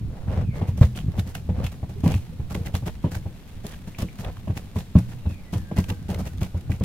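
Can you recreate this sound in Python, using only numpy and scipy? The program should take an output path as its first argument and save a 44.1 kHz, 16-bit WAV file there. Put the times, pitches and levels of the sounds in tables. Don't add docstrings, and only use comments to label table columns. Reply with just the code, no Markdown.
import sys
import numpy as np
from scipy import signal
from scipy.fft import rfft, irfft, next_fast_len
from scipy.io import wavfile
from scipy.ndimage import map_coordinates

SR = 44100
rng = np.random.default_rng(int(sys.argv[2]) if len(sys.argv) > 2 else 0)


def store_wav(level_fs):
    pcm = np.round(np.clip(np.atleast_2d(level_fs), -1, 1) * 32767)
    wavfile.write(sys.argv[1], SR, pcm.T.astype(np.int16))


N = 301968

# frequency in Hz, relative level in dB per Hz.
RUMBLE_SPECTRUM = [(30, -14.5), (55, 3.5), (72, -3.5), (86, 6.5), (112, -2), (138, -2.5), (170, -4),
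                   (208, -11), (260, -13.5), (420, -34.5), (1500, -120)]
# frequency in Hz, relative level in dB per Hz.
SCRAPE_SPECTRUM = [(180, -28), (300, -6.5), (500, 2), (800, -3.5), (1200, -12), (2200, -18), (4500, -28),
                   (16000, -43.5)]
# frequency in Hz, relative level in dB per Hz.
PATTER_SPECTRUM = [(300, -51.5), (700, 7), (1100, -1), (1700, 2), (2600, 2.5), (3600, -1.5), (5000, -14),
                   (12000, -37)]
# frequency in Hz, relative level in dB per Hz.
SPRAY_SPECTRUM = [(1200, -60), (2500, -20), (4200, 0), (6300, 0), (9500, -4), (12000, -3), (15500, -8),
                  (19000, -40)]
# start in seconds, length in seconds, strength in dB (the layers it drives are set relative to it).
NET_SHAKES = [(0.547, 0.044, -55.5), (0.668, .025, -50.5), (0.769, 0.0033, -44), (0.804, 0.053, -46),
              (0.948, 0.056, -48), (1.172, 0.028, -46), (1.257, 0.051, -52.5), (1.348, 0.031, -49.5),
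              (1.629, 0.051, -50), (1.712, 0.029, -53), (1.885, 0.0092, -52.5), (2.03, 0.15, -47),
              (2.497, 0.018, -44.5), (2.54, 0.014, -44), (2.648, 0.031, -51), (2.732, 0.035, -44),
              (2.855, 0.023, -44.5), (3.106, 0.063, -47), (3.631, 0.12, -52), (3.866, 0.0067, -48.5),
              (3.98, 0.046, -44), (4.178, 0.044, -48), (4.553, 0.029, -46.5), (4.749, 0.057, -46.5),
              (4.974, 0.014, -44), (5.08, 0.054, -53.5), (5.288, 0.0092, -49), (5.521, 0.063, -48),
              (5.757, .043, -41), (5.877, 0.034, -45), (6.082, .03, -43), (6.181, 0.017, -43),
              (6.25, 0.02, -45.5), (6.404, 0.046, -45.5), (6.558, 0.017, -56), (6.699, 0.054, -52)]


def amp(db):
    return 10 ** (np.asarray(db) / 20)


def unit(x):
    return x / np.sqrt(np.mean(x ** 2) + 1e-20)


def along(points, hz):
    f, v = np.transpose(points)
    return np.interp(np.log(hz + 1), np.log(f + 1), v)


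def wobble(rate):
    knots = rng.standard_normal(int(N * rate / SR) + 4)
    return map_coordinates(knots, [np.arange(N) * rate / SR])


def add(track, s, sound):
    i = max(round(s * SR), 0)
    part = track[..., i:i + sound.shape[-1]]
    part += sound[..., :part.shape[-1]]


def colour(x, spectrum):
    m = 2 * next_fast_len(N // 2 + 8192)
    gain = unit(amp(along(spectrum, np.fft.rfftfreq(m, 1 / SR))))
    cepstrum = irfft(np.log(gain + 1e-6), m)
    cepstrum[1:m // 2] *= 2
    cepstrum[m // 2 + 1:] = 0
    return irfft(rfft(x, m) * np.exp(rfft(cepstrum)), m)[..., :N]


def spread(pair):
    # frequency in Hz, coherence from 0 to 1.
    likeness = [(25, 1), (70, 0.95), (200, 0.92), (500, 0.86), (1000, 0.4), (2500, 0.33), (4500, 0.23),
                (12000, 0.092)]
    lead_s = 0.00006
    hz = np.fft.rfftfreq(N, 1 / SR)
    turn = np.arccos(np.clip(along(likeness, hz), -1, 1)) / 2
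    mid, side = rfft(pair) * [np.cos(turn), np.sin(turn)]
    right_delay = np.exp(-2j * np.pi * hz * lead_s)
    return irfft([mid + side, (mid - side) * right_delay], N)


def grains(rate, scatter_db):
    struck = rng.random(N) < rate / SR
    size = struck * amp(scatter_db * np.minimum(rng.exponential(size=N), 3))
    return unit(size * rng.standard_normal((2, N)))


def echo(x, decay):
    hz, t, z = signal.stft(rng.standard_normal((2, SR // 2)), SR, nperseg=256)
    fade = amp(-60 * t / along(decay, hz)[:, None])
    tail = signal.istft(z * fade, SR, nperseg=256)[1]
    return signal.fftconvolve(np.atleast_2d(x), tail / np.linalg.norm(tail[0]), axes=1)[:, :N]


def ring(modes, rise, detune, scatter_db):
    t = np.arange(SR // 2) / SR
    hz, db, t60 = np.transpose(modes)[:, :, None]
    shift, size, phase = rng.standard_normal((3, len(modes), 1))
    level = amp(db + scatter_db * size - 60 * t / t60)
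    waves = level * np.sin(2 * np.pi * hz * (1 + detune * shift) * t + phase)
    sound = waves.sum(0) * (1 - np.exp(-t / rise))
    return sound / np.sqrt(np.mean(sound[:SR * 3 // 100] ** 2))


def canal():
    # frequency in Hz, relative level in dB per Hz.
    air_spectrum = [(20, 3.5), (45, 2.5), (80, 1), (200, -1.5), (320, -12.5), (800, -21.5), (1400, -27),
                    (2600, -30), (4000, -34), (6000, -42.5), (12000, -74)]
    # frequency in Hz, relative level in dB per Hz.
    leaf_spectrum = [(1500, -25), (3500, 3), (5200, 0), (8000, -2), (12000, -3), (15500, -7), (19000, -30)]
    # frequency in Hz, relative level in dB per Hz.
    breeze_spectrum = [(15, 8), (35, -10.5), (60, -6), (150, -10), (400, -120)]
    air = amp(-42.5) * colour(rng.standard_normal((2, N)), air_spectrum)
    leaves = amp(-63.5 + 0.5 * wobble(3)) * colour(rng.standard_normal((2, N)), leaf_spectrum)
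    gusts = amp(-46 + 2.5 * np.array([wobble(4), wobble(4)]))
    gusts = gusts * amp([[-2], [2]])
    return spread(air + leaves) + gusts * colour(rng.standard_normal((2, N)), breeze_spectrum)


def whistle():
    # time in seconds, mean pitch in Hz, relative level in dB.
    calls = [
        [(.39, 2790, -67), (.46, 2520, -52), (.51, 2235, -51), (.57, 2000, -60)],
        [(5.22, 2830, -59), (5.28, 2600, -52), (5.36, 2264, -59), (5.5, 1900, -61), (5.65, 1607, -58),
         (6.05, 1540, -61), (6.7, 1420, -66)],
    ]
    # frequency in Hz, decay by 60 dB in seconds.
    palm_decay = [(500, 1), (3000, 0.41), (10000, 0.059)]
    tone = np.zeros(N)
    for call in calls:
        s, hz, db = np.transpose(call)
        t = np.arange(s[0], s[-1], 1 / SR)
        pitch = np.interp(t, s, hz) * (1 + 0.016 * wobble(160)[:len(t)])
        level = amp(np.interp(t, s, db) + 3 * wobble(22)[:len(t)])
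        add(tone, s[0], level * np.sin(2 * np.pi * np.cumsum(pitch) / SR))
    return amp(-10) * tone + amp(-3) * echo(tone, palm_decay)


def bubble(hz, t60):
    u = np.arange(int(t60 * SR)) / (t60 * SR)
    level = (1 - np.exp(-u / 0.03)) * amp(-60 * u)
    return level * np.sin(2 * np.pi * hz * t60 * (u + 0.163 * u ** 2))


def water(count=300):
    # time in seconds, relative hull rumble in dB, relative trickle in dB.
    stirring = [(0.0, -31.5, -72), (0.78, -30.5, -65.5), (3.7, -43.5, -59), (6.85, -33.5, -64)]
    # start in seconds, starting pitch in Hz, decay by 60 dB in seconds, relative level in dB.
    gurgles = [(1.83, 660, 0.052, -35.5), (1.959, 390, 0.17, -41.5), (2.324, 480, 0.09, -45.5),
               (2.585, 440, 0.21, -40), (3.948, 2370, 0.0055, -32.5), (4.086, 2160, 0.0066, -35),
               (4.37, 1070, 0.012, -33.5)]
    # frequency in Hz, decay by 60 dB in seconds.
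    bucket_decay = [(200, 0.12), (1000, 0.1), (4000, 0.4), (12000, 0.61)]
    s, *columns = np.transpose(stirring)
    rumble_db, trickle_db = [np.interp(np.arange(N) / SR, s, c) for c in columns]
    murmur = colour(grains(rate=900, scatter_db=3.5), RUMBLE_SPECTRUM)
    rumble = amp(rumble_db - 4.5 + 4.9 * wobble(14.0)) * murmur
    runoff = amp(trickle_db + 1.2 * wobble(25)) * grains(rate=1800, scatter_db=2.5)
    trickle = amp(-0.5) * colour(runoff, PATTER_SPECTRUM) + amp(-3) * colour(runoff, SPRAY_SPECTRUM)
    drops = np.zeros((2, N))
    for when, pitch, size, side in rng.random((count, 4)):
        level = amp(trickle_db[int(when * N)] + 2 + 10 * size ** 3)
        drip = level * bubble(1100 * 3.5 ** pitch, t60=0.016)
        add(drops, when * N / SR, np.sqrt([[side], [1 - side]]) * drip)
    for s, hz, t60, db in gurgles:
        slosh = amp(4 * wobble(150)[:int(t60 * SR)])
        add(drops, s, amp(db + 5) * slosh * bubble(hz, t60))
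    return spread(rumble + trickle) + drops + amp(1.5) * echo(drops, bucket_decay)


def slips():
    extra_s, over_shake_db = 0.029, np.array((10.5, -1))
    return [(s, length + extra_s, *(db + over_shake_db)) for s, length, db in NET_SHAKES]


def net():
    # start in seconds, length in seconds, relative rumble in dB, relative scrape in dB.
    pulls = [(0.077, 0.24, -52, -47.5), (0.262, 0.2, -22, -36), (0.518, 0.17, -30.5, -40.5),
             (0.805, 0.05, -22, -28.5), (1.128, 0.057, -28, -45), (1.242, 0.068, -32, -50),
             (1.53, 0.14, -24, -40), (2.053, 0.088, -20.5, -35.5), (2.482, 0.3, -34, -53),
             (2.86, 0.042, -39, -36), (4.22, 0.1, -32.5, -37.5), (6.08, 0.2, -40, -43.5)]
    rumble, scrape = np.zeros((2, N))
    for s, length, rumble_db, scrape_db in [*pulls, *slips()]:
        stroke = np.sin(np.linspace(0, np.pi, int(length * SR)))
        add(rumble, s, amp(rumble_db) * stroke)
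        add(scrape, s, amp(scrape_db) * stroke)
    catch = amp(1.3 * wobble(60))
    threads = catch * scrape * grains(rate=2000, scatter_db=1)
    body = colour(catch * rumble * grains(rate=1400, scatter_db=5.5), RUMBLE_SPECTRUM)
    return spread(body + colour(threads, SCRAPE_SPECTRUM))


def bumps():
    # start in seconds, strength in dB, hardness from 0 (soft wet load) to 1 (bare hoop).
    knocks = [(0.612, -18, 0.48), (0.685, -21, 0), (0.812, -7.5, 0.05), (1.082, -27, 0), (1.176, -20, 0.24),
              (1.49, -17, 0.44), (1.827, -25, 0.26), (1.894, -34.5, .3), (2.036, -15.5, 0.62),
              (2.059, -20, 1), (2.141, -17.5, 0.14), (2.396, -25.5, 0), (2.55, -32, 0.95), (2.74, -23, 0),
              (2.824, -27.5, 0.08), (3.04, -19.5, 0.85), (3.06, -29.5, 0.93), (3.16, -27, 0.13),
              (3.256, -27, 0.27), (3.645, -33, 0.67), (4.022, -23, 0.56), (4.473, -26.5, 0.64),
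              (4.498, -19.5, 0.22), (4.758, -20.5, 0.46), (4.952, -6, 0.59), (5.255, -19, .2),
              (5.53, -30, 1), (5.554, -22, 0), (5.712, -29.5, 0.99), (5.78, -15, 0.64),
              (5.906, -22.5, 0.48), (6.089, -26, 0.7), (6.418, -20.5, 0.34), (6.545, -23, 0.12),
              (6.695, -20, 0.23), (6.809, -18, 0.48)]
    soft_db, hard_db = (0.5, -14.5, -22.5), (-6.5, 1.5, -10)
    typical_db, give = -23, 0.47
    s, db, hardness = np.transpose(knocks)
    boom, panel, clatter = [db + soft + hardness * (hard - soft) for soft, hard in zip(soft_db, hard_db)]
    return np.transpose([s, boom, panel, clatter - give * (db - typical_db)])


def jolts():
    delay_s, over_shake_db = 0.00823, np.array((9.5, 10.5, -1.5))
    return [(s + delay_s, *(db + over_shake_db)) for s, length, db in NET_SHAKES]


def hull():
    # mean frequency in Hz, relative level in dB, decay by 60 dB in seconds.
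    boom_modes = [(69.3, -19.5, 0.11), (90, -5.5, 0.08), (108.4, -1.5, 0.049)]
    # mean frequency in Hz, relative level in dB, decay by 60 dB in seconds.
    hollow_modes = [(84.9, -2, 0.25), (120.5, -8, 0.56), (210, -13, 0.31)]
    # mean frequency in Hz, relative level in dB, decay by 60 dB in seconds.
    panel_modes = [(154.4, -3.5, 0.075), (183.6, -4.5, 0.12), (208, -4, 0.067), (256.3, -6, 0.055)]
    # mean frequency in Hz, relative level in dB, decay by 60 dB in seconds.
    clatter_modes = [(313, 9, 0.17), (351, 7, 0.12), (413, 8, 0.11), (498.8, 2, 0.22), (572, 12, 0.057),
                     (636, 11, 0.056), (805, 7.5, 0.07), (826.4, -1, 0.13), (970, 4, 0.077),
                     (1120, 0, 0.078)]
    low, clatter, scuff = np.zeros(N), np.zeros((2, N)), np.zeros((2, N))
    t = np.arange(SR // 4) / SR
    for s, boom_db, panel_db, clatter_db in [*bumps(), *jolts()]:
        add(low, s, amp(boom_db) * ring(boom_modes, rise=0.04, detune=0.031, scatter_db=-3.5))
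        add(low, s, amp(boom_db - 19) * ring(hollow_modes, rise=0.03, detune=0.01, scatter_db=2))
        add(low, s, amp(panel_db) * ring(panel_modes, rise=0.012, detune=0.021, scatter_db=1.5))
        both = [ring(clatter_modes, rise=0.002, detune=0.025, scatter_db=3) for side in range(2)]
        add(clatter, s, amp(clatter_db + 0.5) * np.array(both))
        add(scuff, s, amp(clatter_db - 4 - 60 * t / 0.11) * (1 - np.exp(-t / 0.001)))
    scuffing = colour(scuff * grains(rate=2600, scatter_db=-15.5), SCRAPE_SPECTRUM)
    return low + spread(clatter + scuffing)


def wall(x, low_hz=650, high_hz=3800, sharpness=7, gain=1.0, count=4):
    spots = np.exp(rng.uniform(np.log(low_hz), np.log(high_hz), count))
    return x + gain * sum(signal.lfilter(*signal.iirpeak(hz, sharpness, fs=SR), x) for hz in spots)


def twitches(count=40, tap_db=-60, click_db=-59):
    which, delay, tap, click = rng.random((count, 4)).T
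    shaken = np.array(NET_SHAKES)[(which * len(NET_SHAKES)).astype(int), 0]
    return np.transpose([shaken + 0.37 * delay, tap_db + 8 * tap, click_db + 8 * click])


def flurries():
    thrown = [(s, length, db - 0.15, db - 1.1) for s, length, db in NET_SHAKES]
    rattle_s, over_clatter_db = 0.011, np.array((-13, -24.5))
    rattled = [(s, rattle_s, *(clatter_db + over_clatter_db)) for s, _, _, clatter_db in bumps()]
    return thrown + rattled


def shrimp():
    # strike in seconds, relative tap in dB, relative click in dB.
    snaps = [(0.9751, -37, -41), (0.8329, -36, -62), (1.1952, -37.5, -43), (1.3519, -33, -35.5),
             (1.6427, -43, -42.5), (1.6654, -39, -43), (2.0782, -41, -36), (2.1415, -37, -45),
             (2.6716, -38.5, -59), (2.7524, -30, -35), (3.6673, -44, -37.5), (4.2476, -39.5, -48),
             (5.5379, -40, -41), (5.7774, -38, -52), (5.8421, -43, -46), (5.9021, -35.5, -51),
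             (6.1458, -38, -40.5), (6.4322, -43, -39.5), (6.7184, -38.5, -44.5), (6.8383, -38, -38)]
    taps, clicks = np.zeros((2, 2, N))
    t = np.arange(SR // 3) / SR
    clumps = unit(amp(3.2 * wobble(130)))
    shells = clumps * grains(rate=1300, scatter_db=2.5)
    droplets = clumps * grains(rate=2600, scatter_db=2.5)
    for s, length, patter_db, spray_db in flurries():
        rise, after = np.minimum(t / 0.012, 1), np.maximum(t - length, 0)
        swell = rise * amp(-60 * after / 0.086)
        wash = rise * amp(-9 - 60 * after / 0.48) * rng.standard_normal((2, len(t)))
        stretch = rng.integers(N - len(t)) + np.arange(len(t))
        patter = swell * shells[:, stretch] + amp(-6.5) * wash
        add(taps, s, wall(amp(patter_db - 1.5) * patter))
        add(clicks, s, amp(spray_db) * (swell * droplets[:, stretch] + wash))
    brush_s = 0.012
    since = t - brush_s
    brush = amp(-12 - 60 * np.abs(since) / 0.035)
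    strike = amp(-60 * np.abs(since) / 0.02)
    shape = np.where(since < -0.001, brush, strike)
    for s, tap_db, click_db in [*snaps, *twitches()]:
        crack = rng.standard_normal((2, len(t))) * shape
        add(taps, s - brush_s, wall(amp(tap_db + 1) * crack))
        add(clicks, s - brush_s, amp(click_db + 3) * crack)
    tapping = spread(colour(taps, PATTER_SPECTRUM)) * amp([[-1.3], [1.3]])
    clicking = spread(colour(clicks, SPRAY_SPECTRUM)) * amp([[0.5], [-0.5]])
    return tapping + clicking


def scene():
    return canal() + whistle() + water() + net() + hull() + shrimp()


def record(dry):
    top_hz = 15950
    m = next_fast_len(N + SR // 4)
    kept = np.fft.rfftfreq(m, 1 / SR) < top_hz
    return irfft(rfft(np.clip(dry, -1, 1), m) * kept, m)[:, :N]


dry = scene()
out = record(dry)
store_wav(out)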